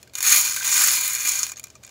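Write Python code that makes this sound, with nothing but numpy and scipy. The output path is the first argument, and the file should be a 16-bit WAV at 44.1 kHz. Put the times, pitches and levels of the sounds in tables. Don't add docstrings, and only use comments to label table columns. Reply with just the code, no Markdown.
import sys
import numpy as np
from scipy import signal
from scipy.fft import rfft, irfft, next_fast_len
from scipy.io import wavfile
from scipy.ndimage import uniform_filter1d

SR = 44100
rng = np.random.default_rng(int(sys.argv[2]) if len(sys.argv) > 2 else 0)


def gain_from_decibels(decibels):
    exponent = np.asarray(decibels, float) / 20
    return 10 ** exponent


def wav_out(sig):
    wavfile.write(sys.argv[1], SR, np.round(np.clip(np.atleast_2d(sig).T, -1, 1) * 32767).astype(np.int16))


N = 83790

# (frequency [Hz], level [dB])
AIR_COLOUR = [(40, -7), (110, -6), (620, -9), (880, -18), (1900, -20.5), (7600, -23), (8600, -31),
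              (15500, -31.5)]
# (time [s], hiss level [dB])
HISS_CHANGES = [
    (0, 4),
    (.1, -2),
    (1.64, 1.5),
    (1.7, 2.5),
    (1.77, 1.5),
    (1.8, -3),
    (1.825, 0),
    (1.835, 5.5),
]
# (frequency [Hz], rms level [dB])
FAN_TONES = [(77.5, -64.5), (103.5, -67.5), (119.5, -63), (178, -89), (639, -71.5)]
# (time [s], peak level [dB], pitch [Hz])
STAND_KNOCKS = [(0.0729, -45.5, 1580), (0.2817, -25, 1590), (0.5723, -20, 1547), (0.609, -18.5, 1550),
                (1.283, -42, 1630), (1.4047, -29, 1240), (1.4309, -30, 1130), (1.5178, -34, 1110),
                (1.6433, -46, 1143), (1.7544, -41, 1190), (1.8315, -52, 1090), (1.7545, -42.5, 2420),
                (1.837, -40, 2400)]
# (time [s], level [dB], collisions [per ms])
TUMBLING = [(.13, -58, 0.72), (0.166, -36.5, 1.8), (0.187, -29, 0.87), (0.197, -44, 2), (0.229, -23, 3.2),
            (0.322, -14, 4.7), (0.439, -21.5, 3.9), (0.519, -26.5, 1.55), (.641, -30.5, 1.8),
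            (0.649, -23, 2.53), (.76, -18.5, 4.8), (0.871, -17, 4.9), (0.971, -24.5, 2.8),
            (1.238, -29, 1.14), (1.278, -24, 3), (1.409, -28.5, 1.75), (1.49, -39, 1.7), (1.54, -52.5, 1)]
# (time [s], peak level [dB], ribs level [dB], shell top level [dB])
SETTLING_TICKS = [(0.0154, -55, -3, 1), (0.0289, -38.5, -2.5, -2.5), (0.075, -48.5, 0.5, -6.5),
                  (0.096, -55, 7.5, -7), (0.1354, -43, 3, 2), (0.1415, -40, -3, -18), (1.4534, -34, 3, -18),
                  (1.4663, -28, 1, 2), (1.491, -28, -7.5, -10), (1.496, -26, -4, -22),
                  (1.5179, -25, -8, -5), (1.5348, -43.5, 5, -20), (1.5594, -38.5, -3, -20),
                  (1.569, -30.5, -9, -21), (1.576, -35.5, -2.5, -6), (1.5848, -37, -2, -7),
                  (1.596, -30, -3.5, -1), (1.631, -43, -5, -3), (1.6397, -25.5, -7.5, -4),
                  (1.6567, -45, -2, -8), (1.6693, -41.5, 0, -5), (1.682, -46, -8, -10),
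                  (1.702, -38.5, -5.5, -10), (1.7531, -39.5, -7, -14), (1.763, -50, -15.5, -30),
                  (1.8317, -45, -3, -14), (1.8356, -37, -2, -6), (1.8483, -33, -7, -29),
                  (1.8654, -46, 0, 3), (1.8764, -42, 2, -19), (1.8924, -40.5, -3, -10)]
# (time [s], peak level [dB], ribs level [dB], shell top level [dB])
HARD_CLACKS = [(0.153, -11, -7.5, -8.5), (0.2055, -11.5, -5.5, -1.5), (0.2273, -8.5, -9, 0),
               (0.2933, -3, -31, -9), (0.3028, -14, -21, 9), (0.3253, -5, -7, -2), (0.3617, -7, -6, 10),
               (0.4122, -6, -18, -1), (0.476, -32, -2, -7), (0.5407, -17, -22, -27), (0.5626, -11.5, -2, 3),
               (0.606, -45, 1, -12), (0.6457, -10.5, -4.5, 1), (0.6668, -16, -25, -7),
               (0.7, -11.5, -17, -15), (0.7787, -1.5, -13, -24), (0.839, -3, -12, 4),
               (0.8834, -10.5, 2.5, 0), (0.9065, -12, 2, -4), (1.047, -17.5, 1, 7),
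               (1.0778, -16.5, -4, 12.5), (1.0944, -27, 3.5, -14), (1.1334, -11.5, -14, 3),
               (1.15, -9, -5.5, 1), (1.205, -10, -26, -15), (1.2297, -11, -26, -6), (1.2737, -5, -9, -1),
               (1.2883, -3.5, -44, -2), (1.4313, -3, -14.5, -13), (1.4363, -14, -7, -7),
               (1.421, -27, -13, -8)]
# (time [s], peak level [dB], ribs level [dB], shell top level [dB])
MORE_CLACKS = [(0.2741, -2.5, -11.5, 0), (0.3215, -5, -4, 7), (0.3434, -12, -2, 7), (0.3765, -8.5, -10, 3),
               (0.388, -9, -14, -4), (0.4497, -15.5, 2, 8), (0.4712, -23, 7, 10), (0.6248, -20, 5, -9),
               (0.7158, -3, -15, -14), (0.7263, -2.5, -8.5, -10), (0.7414, -5, -24, -3),
               (0.7517, -17, -3, -4), (0.7674, -8, -2, 3), (0.804, -6, -8, -4), (0.8193, -4, -8, 4),
               (0.8729, -9, -6, 10), (0.9153, -12, -1, 9.5), (0.9339, -14, 3, 9), (0.954, -15.5, 0, 9),
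               (0.9687, -21.5, 10, 13), (1.0104, -17, 2.5, 8), (1.2495, -16, -4, -11),
               (1.3032, -23, -14, -9), (1.318, -9, -22, -4), (1.3317, -14, -14, -16), (1.3547, -9, -27, -22),
               (1.3899, -7.5, -17, -8)]
# (frequency [Hz], level [dB], time to fall 60 dB [s])
RIB_TONES = [(1153, -8, 0.014), (1566, -9.5, 0.025), (2095, -6.5, 0.022), (2410, -4.5, 0.033),
             (2880, -17, 0.014), (3650, -7, 0.014), (4340, 2, 0.009), (5200, -6, 0.012)]
# (frequency [Hz], level [dB], time to fall 60 dB [s])
SHELL_TONES = [(6210, -1, 0.014), (6600, 2, 0.013), (6760, 6, 0.016), (7080, 0, 0.014), (7560, -4.5, 0.016)]
# (frequency [Hz], level [dB], time to fall 60 dB [s])
SHELL_TOP_TONES = [(9880, 2.5, 0.013), (10400, -5, 0.011), (10880, -5, 0.011), (12060, -8, 0.008),
                   (12850, -2.5, 0.007), (13320, -.5, 0.008), (14600, -1, 0.008), (15320, 2, 0.0052)]

AIR_DB, HISS_ABOVE_HZ = -56.5, 790
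KNOCK_T60_S, KNOCK_RISE_S, KNOCK_DB = 0.035, 0.0008, -2
THUD_HZ, THUD_DB, THUD_T60_S = 306, -35, 0.033
AVALANCHE_DB, AVALANCHE_HZ = 0.83, 24.92
SLIP_DB, SLIP_HZ, SLIP_FALL_S = 1, 80.2, 0.0026
CANDIDATES = 16000
SIZE_SCATTER_DB, BIGGEST = 3, 0.06
RIBS_DB, TOP_DB = -4, -2.5
DRIFT_DB, DRIFT_HZ, TURNOVER_HZ = 0.5, 13.33, 39.77
CLACK_DB, TOP_FADE_DB = -6.5, -5
BOUNCE_S, FIRST_DB, SECOND_DB, BOUNCE_DB = 0.0022, -0.5, -6, -4
SLIDE_START_S, SLIDE_END_S = 0.25, 1.4
SLIDE_STRETCH, SLIDE_FIRST_DB, SLIDE_FALL_DB = 1.6, -3.5, -1.5
RISE_S, CRACK_DB, CRACK_T60_S = 0.0001, -6, 0.013
SHELL_DETUNE, RIB_DETUNE, TONE_SCATTER_DB = 0.014, 0.013, 2.5
ROOM_DB, ROOM_T60_S, ROOM_DULL_HZ = -14.5, 0.08, 6000
LIMIT, MIC_LOW_HZ, TREBLE_TOP_HZ = 0.9, 53.5, 15720


def unit(x):
    return x / np.sqrt(np.mean(x ** 2))


def walk(rate_hz):
    step_number = (np.arange(N) * rate_hz / SR).astype(int) % 2000
    steps = rng.standard_normal(2000)[step_number]
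    return unit(uniform_filter1d(steps, max(int(SR / rate_hz / 2), 1)))


def decay(t, t60):
    return np.exp(-np.log(1000) * t / t60)


def filtered(x, order, hz, kind):
    return signal.sosfilt(signal.butter(order, hz, kind, fs=SR, output="sos"), x)


def air_noise():
    hz, db = np.array(AIR_COLOUR).T
    f = np.maximum(np.arange(N // 2 + 1) * SR / N, 1)
    colour = gain_from_decibels(np.interp(np.log(f), np.log(hz), db))
    air = irfft(rfft(rng.standard_normal(N)) * colour, N)
    hiss = filtered(air, 2, HISS_ABOVE_HZ, "highpass")
    hiss_gain = gain_from_decibels(np.interp(np.arange(N) / SR, *np.array(HISS_CHANGES).T))
    return gain_from_decibels(AIR_DB) * unit(air + hiss * (hiss_gain - 1))


def fan_hum():
    t = np.arange(N) / SR
    hum = np.zeros(N)
    for hz, db in FAN_TONES:
        level = gain_from_decibels(db + 2 * walk(12)) * np.sqrt(2)
        hum += level * np.sin(2 * np.pi * hz * t + 0.4 * walk(9))
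    return hum


def stand_knocks():
    out = np.zeros(N + 4096)
    t = np.arange(4096) / SR
    shape = decay(t, KNOCK_T60_S) * (1 - np.exp(-t / KNOCK_RISE_S))
    for s, db, hz in STAND_KNOCKS:
        out[int(s * SR):][:4096] += gain_from_decibels(db + KNOCK_DB) * shape * np.sin(2 * np.pi * hz * t)
    return out[:N]


def stand_thuds(times, force):
    push = gain_from_decibels(force) * rng.standard_normal(len(times))
    pushes = np.bincount((times * SR).astype(int), push, N)
    t = np.arange(4096) / SR
    thud = gain_from_decibels(THUD_DB) * decay(t, THUD_T60_S) * np.sin(2 * np.pi * THUD_HZ * t)
    return signal.oaconvolve(pushes, thud)[:N]


def slips():
    starts = (rng.random(N) < SLIP_HZ / SR) * rng.random(N)
    out = signal.lfilter([1], [1, -np.exp(-1 / (SLIP_FALL_S * SR))], starts)
    return 2 * np.tanh(unit(out - out.mean()) / 2)


def heap_blows():
    s, db, rate = np.array(TUMBLING).T
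    length_s = s[-1] - s[0]
    place, chance, size, pick = rng.random((4, CANDIDATES))
    times = s[0] + place * length_s
    at = (times * SR).astype(int)
    per_ms = np.clip(np.interp(times, s, rate), 0.05, 10)
    happens = chance < per_ms * length_s * 1000 / CANDIDATES
    surge = AVALANCHE_DB * walk(AVALANCHE_HZ) + SLIP_DB * slips()
    force = np.interp(times, s, db) - 10 * np.log10(per_ms) - 5 + surge[at]
    force = force - SIZE_SCATTER_DB * np.log(np.maximum(size, BIGGEST))
    force = np.where(happens, force, -200)
    ribs = RIBS_DB + DRIFT_DB * walk(DRIFT_HZ)[at]
    top = TOP_DB + DRIFT_DB * walk(DRIFT_HZ)[at]
    ball = (times * TURNOVER_HZ + 5 * pick).astype(int)
    return times, ball, force, ribs, top


def single_blows(count=4):
    s, db, ribs, top = np.concatenate([SETTLING_TICKS, HARD_CLACKS, MORE_CLACKS]).T
    db = db + CLACK_DB * (np.arange(len(s)) >= len(SETTLING_TICKS))
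    order = np.arange(count)[:, None]
    uneven = 0.6 + 0.73 * rng.random((count, len(s)))
    lag = BOUNCE_S * np.maximum(order - 0.5, 0) * uneven
    fall = np.where(order == 0, FIRST_DB, SECOND_DB + BOUNCE_DB * (order - 1))
    sliding = (s > SLIDE_START_S) & (s < SLIDE_END_S)
    lag = np.where(sliding, SLIDE_STRETCH * lag, lag)
    fall = np.where(sliding, SLIDE_FIRST_DB + SLIDE_FALL_DB * order, fall)
    ball = np.arange(len(s)) + order // 2
    top = top + TOP_FADE_DB * order
    return (s + lag).ravel(), ball.ravel(), (db + fall).ravel(), np.tile(ribs, count), top.ravel()


def ring(modes, detune):
    t = np.arange(2048) / SR
    hz, db, t60 = np.array(modes).T[:, :, None]
    strength, tuning, phase = rng.standard_normal((3, len(modes), 1))
    level = gain_from_decibels(db + TONE_SCATTER_DB * strength) * decay(t, t60)
    tones = level * np.sin(2 * np.pi * hz * (1 + detune * tuning) * t + 2 * phase)
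    band = [hz.min() * 0.81, min(hz.max() * 1.1, 0.45 * SR)]
    noise = unit(filtered(rng.standard_normal(len(t)), 2, band, "bandpass"))
    crack = gain_from_decibels(CRACK_DB) * 2 * noise * decay(t, CRACK_T60_S)
    out = (tones.sum(axis=0) + crack) * (1 - np.exp(-t / RISE_S))
    out = filtered(out, 2, hz.min() * 0.71, "highpass")
    return out / np.sqrt(np.sum(out ** 2) / 40)


def collide(times, ball, shell_db, ribs_db, top_db, count=37):
    at = np.clip((times * SR).astype(int), 0, N - 1)
    size = next_fast_len(N + 2048)
    parts = ((SHELL_TONES, shell_db, SHELL_DETUNE),
             (RIB_TONES, shell_db + ribs_db, RIB_DETUNE),
             (SHELL_TOP_TONES, shell_db + top_db, SHELL_DETUNE))
    spectrum = 0
    for modes, db, detune in parts:
        for k in range(count):
            mine = ball % count == k
            blows = np.bincount(at[mine], gain_from_decibels(db[mine]), N)
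            spectrum = spectrum + rfft(blows, size) * rfft(ring(modes, detune), size)
    return irfft(spectrum, size)[:N]


def room_tail(balls):
    t = np.arange(SR // 4) / SR
    tail = filtered(rng.standard_normal(len(t)), 1, ROOM_DULL_HZ, "lowpass")
    tail = tail * decay(t, ROOM_T60_S) * (t > 0.003)
    return gain_from_decibels(ROOM_DB) * signal.oaconvolve(balls, tail / np.sqrt(np.sum(tail ** 2)))[:N]


def scene():
    heap = heap_blows()
    blows = [np.concatenate(pair) for pair in zip(heap, single_blows())]
    balls = stand_thuds(heap[0], heap[2]) + stand_knocks() + collide(*blows)
    return (balls + room_tail(balls) + air_noise() + fan_hum())[None]


def top_cut(x):
    return signal.sosfilt(signal.butter(12, 16820, fs=SR, output="sos"), x)


def record(dry):
    limited = LIMIT * np.tanh(dry / LIMIT)
    mix = filtered(limited, 3, MIC_LOW_HZ, "highpass")
    mix = signal.sosfilt(signal.ellip(10, 0.3, 60, TREBLE_TOP_HZ, fs=SR, output="sos"), mix)
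    return top_cut(mix)


dry = scene()
out = record(dry)
wav_out(out)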